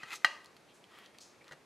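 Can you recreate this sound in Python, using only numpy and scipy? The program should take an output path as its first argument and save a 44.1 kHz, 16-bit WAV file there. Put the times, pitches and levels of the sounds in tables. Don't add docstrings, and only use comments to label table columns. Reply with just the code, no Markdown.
import sys
import numpy as np
from scipy import signal
from scipy.io import wavfile

SR = 44100
rng = np.random.default_rng(int(sys.argv[2]) if len(sys.argv) > 2 else 0)


def unload_audio(sound):
    columns = np.transpose(np.atleast_2d(sound))
    steps = np.round(np.clip(columns, -1, 1) * 32767)
    wavfile.write(sys.argv[1], SR, steps.astype(np.int16))


N = 72765
TIME = np.arange(N) / SR
HZ = np.fft.rfftfreq(4096, 1 / SR)
SHORT = len(HZ)


def amp(db):
    return 10 ** (np.asarray(db) / 20)


def unit(x):
    return x / np.sqrt(np.mean(x ** 2) + 1e-20)


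def read(points, hz=HZ):
    points_hz, value = np.transpose(points)
    return np.interp(np.log(hz + 1), np.log(points_hz + 1), value)


def add(mix, start_s, sound):
    part = mix[max(round(start_s * SR), 0):][:len(sound)]
    part += sound[:len(part)]


def colour(x, gain_db):
    log_gain = np.log(amp(np.maximum(gain_db, -100)))
    both_sides = np.r_[log_gain, log_gain[-2:0:-1]]
    spectrum = np.exp(np.conj(signal.hilbert(both_sides)))
    taps = np.fft.ifft(spectrum).real
    return signal.fftconvolve(x, taps)[:len(x)]


def noise(gain_db, size):
    white = rng.standard_normal(size + SHORT)
    return unit(colour(white, gain_db)[SHORT:])


def burst(table, shape):
    shaped = shape * rng.standard_normal(len(shape))
    return unit(colour(shaped, read(table))) * np.sqrt(np.mean(shape ** 2))


def hump(centre_hz, width_octaves):
    offset = np.log2((HZ + 1) / centre_hz) / width_octaves
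    return -10 * np.log10(1 + offset ** 4 * 2)


def peaks(table):
    power = sum(amp(db) ** 2 / (1 + (2 * (HZ - hz) / width_hz) ** 2) for hz, width_hz, db in table)
    return 10 * np.log10(1 + power)


def slips(rate_per_s, spread_db):
    size = amp(spread_db * np.minimum(rng.exponential(1, N), 4))
    sign = rng.choice([-1, 1], N)
    return size * sign * (rng.random(N) < rate_per_s / SR)


def swell(start_s, rise_s, fall_s):
    t = TIME - start_s
    return np.clip(t / rise_s, 0, 1) * amp(-20 * np.maximum(t - rise_s, 0) / fall_s)


# freq_hz, relative_density_db
AIR_COLOUR = [(15, -40), (25, -23), (110, -8), (281, -3.5), (359, -1.5), (762, -6.5), (848, -7.5),
              (1900, -13), (2060, -13), (2630, -12.5), (2850, -18), (4040, -18), (12200, -29), (15500, -47)]
# freq_hz, likeness_0_to_1
AIR_LIKENESS = [(25, .55), (80, 0.71), (300, 0.83), (1000, 0.73), (12000, 0.84)]
AIR_RMS_DB = -62.5


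def air():
    same = np.clip(read(AIR_LIKENESS), 0, .999)

    def part(sign):
        white = rng.standard_normal(N + SHORT)
        return colour(white, read(AIR_COLOUR) + 10 * np.log10(1 + sign * same))[SHORT:]

    mid, side = part(1), part(-1)
    return amp(AIR_RMS_DB) * unit(np.array([mid + side, mid - side]))


# freq_hz, t60_s
ROOM_DECAY = [(600, 0.57), (1200, 0.61), (2000, 0.43), (4500, 0.52), (8000, 0.48), (14000, 0.8)]
# freq_hz, level_db
ROOM_STRENGTH = [(100, -15), (600, -8), (1500, -13.5), (3000, -14), (6000, -11.5), (14000, -14.5)]
ROOM_DELAY_S, ROOM_SIDE_GAIN = .005, 0.18


def room(x):
    hz, t, grid = signal.stft(rng.standard_normal((2, SR // 2)), SR, nperseg=256)
    fade = amp(-60 * t / read(ROOM_DECAY, hz)[:, None])
    energy = (fade ** 2).sum(1, keepdims=True) * t[1] * SR
    fade *= amp(read(ROOM_STRENGTH, hz))[:, None] / np.sqrt(energy)
    tails = signal.istft(grid * fade, SR)[1]
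    tails = np.pad(tails, ((0, 0), (round(ROOM_DELAY_S * SR), 0)))
    mid, side = signal.fftconvolve(x[None], tails, axes=1)[:, :N]
    return np.array([mid + ROOM_SIDE_GAIN * side, mid - ROOM_SIDE_GAIN * side])


BENCH_DB, BENCH_T60_S = -11, 0.089


def bench(x):
    t = TIME[:SHORT * 2]
    taps = rng.standard_normal(len(t)) * amp(-60 * t / BENCH_T60_S) * (t > ROOM_DELAY_S)
    return amp(BENCH_DB) * signal.fftconvolve(x, taps / np.linalg.norm(taps))[:N]


# start_s, rise_s, fall_s, level_db, centre_hz, width_octaves
RUB_STROKES = [(0.676, 0.016, 0.09, -64.5, 3060, 0.37), (0.734, 0.013, 0.11, -68, 7000, 0.49),
               (0.859, 0.12, 0.16, -57.5, 1800, 1), (1.01, 0.048, 0.027, -59, 2480, 0.72),
               (1.14, 0.0075, 0.018, -60, 1600, 1), (1.203, .005, 0.13, -55, 5500, 0.47),
               (1.31, 0.018, 0.063, -66.5, 1800, 0.66), (1.406, 0.013, 0.011, -58.5, 2250, 0.16),
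               (1.438, 0.045, 0.025, -61, 1510, 0.94)]
# freq_hz, width_hz, level_db
HELD_SHELL = [(1200, 270, 5.5), (1890, 78, 9), (3190, 270, 6)]
GRAINS_PER_S, GRAIN_SPREAD_DB = 6000, 2.5


def rubs():
    out = np.zeros(N)
    for start_s, rise_s, fall_s, level_db, centre_hz, width_octaves in RUB_STROKES:
        grains = slips(GRAINS_PER_S, GRAIN_SPREAD_DB)
        rub = unit(colour(grains, hump(centre_hz, width_octaves) + peaks(HELD_SHELL)))
        out += amp(level_db) * swell(start_s, rise_s, fall_s) * rub
    return out


# freq_hz, gain_db
SCUFF_COLOUR = [(100, -19), (500, 2.5), (900, -7), (1300, 0), (1650, 3), (1950, -3), (2300, -20.5),
                (3500, -12.5), (6400, -34), (8000, -26), (14000, -36)]
# freq_hz, gain_db
THUD_COLOUR = [(25, -2.5), (70, -6), (160, 8.5), (300, -4), (480, -1.5), (900, -15.5), (3000, -35),
               (16000, -81.5)]
SCUFF_START_S, SCUFF_RISE_S, SCUFF_FALL_S = 1.507, .016, 0.024
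SCRAPE_DB, RUMBLE_DB = -46, -57


def scuff():
    grains = slips(GRAINS_PER_S, GRAIN_SPREAD_DB)
    scrape = unit(colour(grains, read(SCUFF_COLOUR)))
    rumble = unit(colour(grains, read(THUD_COLOUR)))
    stroke = swell(SCUFF_START_S, SCUFF_RISE_S, SCUFF_FALL_S)
    return stroke * (amp(SCRAPE_DB) * scrape + amp(RUMBLE_DB) * rumble)


# start_s, level_db, centre_hz, width_octaves
CREASES = [(.1172, -35, 2420, 0.39), (0.13, -38, 2540, 1.2), (0.135, -41, 3500, 1.1),
           (.1570, -35.5, 6200, 0.35), (.1642, -47.5, 6500, 1.2), (0.3172, -42, 3180, 0.31),
           (0.4453, -48.5, 4850, 1.15), (0.4588, -49, 4760, .6), (0.566, -48.5, 2530, 1.1),
           (0.5701, -54.5, 3000, 1), (0.8408, -48, 3160, 0.41), (0.9868, -42.5, 1360, .8),
           (0.9874, -55, 13100, 0.24), (1.0604, -49, 3850, 0.65), (1.1806, -59, 3740, 0.34),
           (1.1852, -43, 4150, 0.77), (1.443, -53, 3040, 0.8), (1.4802, -47.5, 3870, 0.74)]
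TICK_RISE_S, TICK_DECAY_S = 0.00052, .0016


def ticks():
    out, t = np.zeros(N), TIME[:SHORT]
    shape = np.minimum(t / TICK_RISE_S, 1) * np.exp(-t / TICK_DECAY_S)
    for start_s, level_db, centre_hz, width_octaves in CREASES:
        tick = shape * noise(hump(centre_hz, width_octaves), len(t))
        add(out, start_s, amp(level_db) * tick)
    return out


# freq_hz, relative_level_db, t60_s
SHELL_MODES = [(324, -38, 0.04), (549, -35, 0.06), (721, -20.5, 0.05), (894, -17.5, 0.05),
               (1241, -7.5, 0.023), (1552, -6.5, 0.017), (1921, 1, 0.0152), (2315, -25.5, 0.0093),
               (2843, -14.5, 0.022), (3083, -16, 0.01), (3220, -15, 0.024), (4110, -12, 0.02),
               (4714, -18.5, 0.017), (5210, -26, 0.012), (6220, -25.5, 0.012)]
SHELL_HOLD_S = 0.0031


def shell(t):
    free_s = np.maximum(t - SHELL_HOLD_S, 0)
    ring = np.zeros(len(t))
    for k, (freq_hz, level_db, t60_s) in enumerate(SHELL_MODES):
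        ring += (-1) ** k * amp(level_db - 60 * free_s / t60_s) * np.sin(2 * np.pi * freq_hz * t)
    return ring


# start_s, ring_and_throw_db, crack_db, thud_db
SHELL_KNOCKS = [(0.032, -38, -45, -48), (0.0376, -47, -68, -54), (.2208, -59, -65, -75),
                (0.2454, -14, -23.5, -40), (1.4900, -56.5, -59, -71), (1.5104, -51, -54, -57),
                (1.5208, -48.5, -47.5, -54.5), (1.5290, -54, -50.5, -64)]
# freq_hz, gain_db
CRACK_COLOUR = [(100, -34), (550, -11), (900, -4.5), (1500, 5.5), (2700, 1), (3600, 2), (4900, -3.5),
                (6000, -1.5), (7100, -7.5), (9000, -10.5), (12000, -18), (16000, -16)]
# freq_hz, gain_db
THROWN_COLOUR = [(100, 4), (330, 10.5), (420, 7), (520, 13.5), (860, 22), (1100, 24.5), (1600, 17),
                 (1950, 25), (2200, 0), (2400, 23), (2900, 29.5), (3500, 12.5), (4100, 14), (4900, 18),
                 (5600, 11.5), (7000, 10), (10000, -2), (14000, -15)]
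KNOCK_RISE_S, CRACK_DECAY_S, THUD_DECAY_S = 0.00092, 0.0038, 0.0036


def knocks():
    near, kicks, t = np.zeros(N), np.zeros(N), TIME[:SHORT * 2]
    rise = 1 - np.exp(-(t / KNOCK_RISE_S) ** 2)
    ring = rise * shell(t)
    for start_s, ring_db, crack_db, thud_db in SHELL_KNOCKS:
        crack = burst(CRACK_COLOUR, rise * np.exp(-t / CRACK_DECAY_S))
        thud = burst(THUD_COLOUR, rise * np.exp(-t / THUD_DECAY_S))
        add(near, start_s, amp(ring_db) * ring + amp(crack_db) * crack + amp(thud_db) * thud)
        add(kicks, start_s, amp([ring_db]))
    return near, colour(kicks, read(THROWN_COLOUR))


# time_s, rasp_before_trim_db, fizz_db
PULL_COURSE = [(0.0, -55, -67), (0.026, -49.5, -70), (0.034, -55.5, -65), (0.056, -53, -66.5),
               (0.088, -50, -60), (0.116, -41, -54.5), (0.136, -36.5, -48), (0.162, -58.5, -49.5),
               (0.186, -74, -70), (0.235, -75, -80)]
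# freq_hz, gain_db
RASP_COLOUR = [(60, -29), (180, -21), (370, -4), (560, -16.5), (800, -3), (1300, 1.5), (2400, -0.5),
               (3300, 0), (5000, -7), (16000, -46)]
# freq_hz, gain_db
FIZZ_COLOUR = [(300, -36.5), (2000, 2), (3800, 6.5), (5100, 2), (6400, 5), (8500, -5), (12500, -7),
               (16000, -25)]
# freq_hz, width_hz, level_db
STRIP_MODES = [(1294, 40, 11.5), (2047, 37, 15.5), (2476, 28, 8), (2544, 52, 15)]
RASP_TRIM_DB, SLIPS_PER_S, SLIP_SPREAD_DB = -2, 5700, 3


def peel():
    time_s, rasp_db, fizz_db = np.transpose(PULL_COURSE)
    drive = slips(SLIPS_PER_S, SLIP_SPREAD_DB)
    rasp = unit(colour(drive, read(RASP_COLOUR) + peaks(STRIP_MODES)))
    rasp *= amp(RASP_TRIM_DB + np.interp(TIME, time_s, rasp_db))
    fizz = unit(colour(drive, read(FIZZ_COLOUR)))
    fizz *= amp(np.interp(TIME, time_s, fizz_db))
    stop = np.clip((time_s[-1] - TIME) / .01, 0, 1)
    return stop * (rasp + fizz)


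RING_TO_ROOM_DB = -3
LEAN_DB = 0.44


def scene():
    near, thrown = knocks()
    tape = scuff() + ticks() + peel() + rubs()
    far = tape + thrown + amp(RING_TO_ROOM_DB) * near
    hands = near + tape + bench(far) + room(far)
    return hands * amp([[LEAN_DB], [-LEAN_DB]]) + air()


# freq_hz, gain_db
MIC_RESPONSE = [(25, -5), (130, 0), (11000, 0), (13000, -3), (15800, -6.5)]
EDGE_HZ = 15800


def record(dry):
    heard = np.array([colour(channel, read(MIC_RESPONSE)) for channel in dry])
    low_pass = signal.firwin(511, EDGE_HZ, window=("kaiser", 9), fs=SR)
    return signal.oaconvolve(heard, low_pass[None], "same")


dry = scene()
out = record(dry)
unload_audio(out)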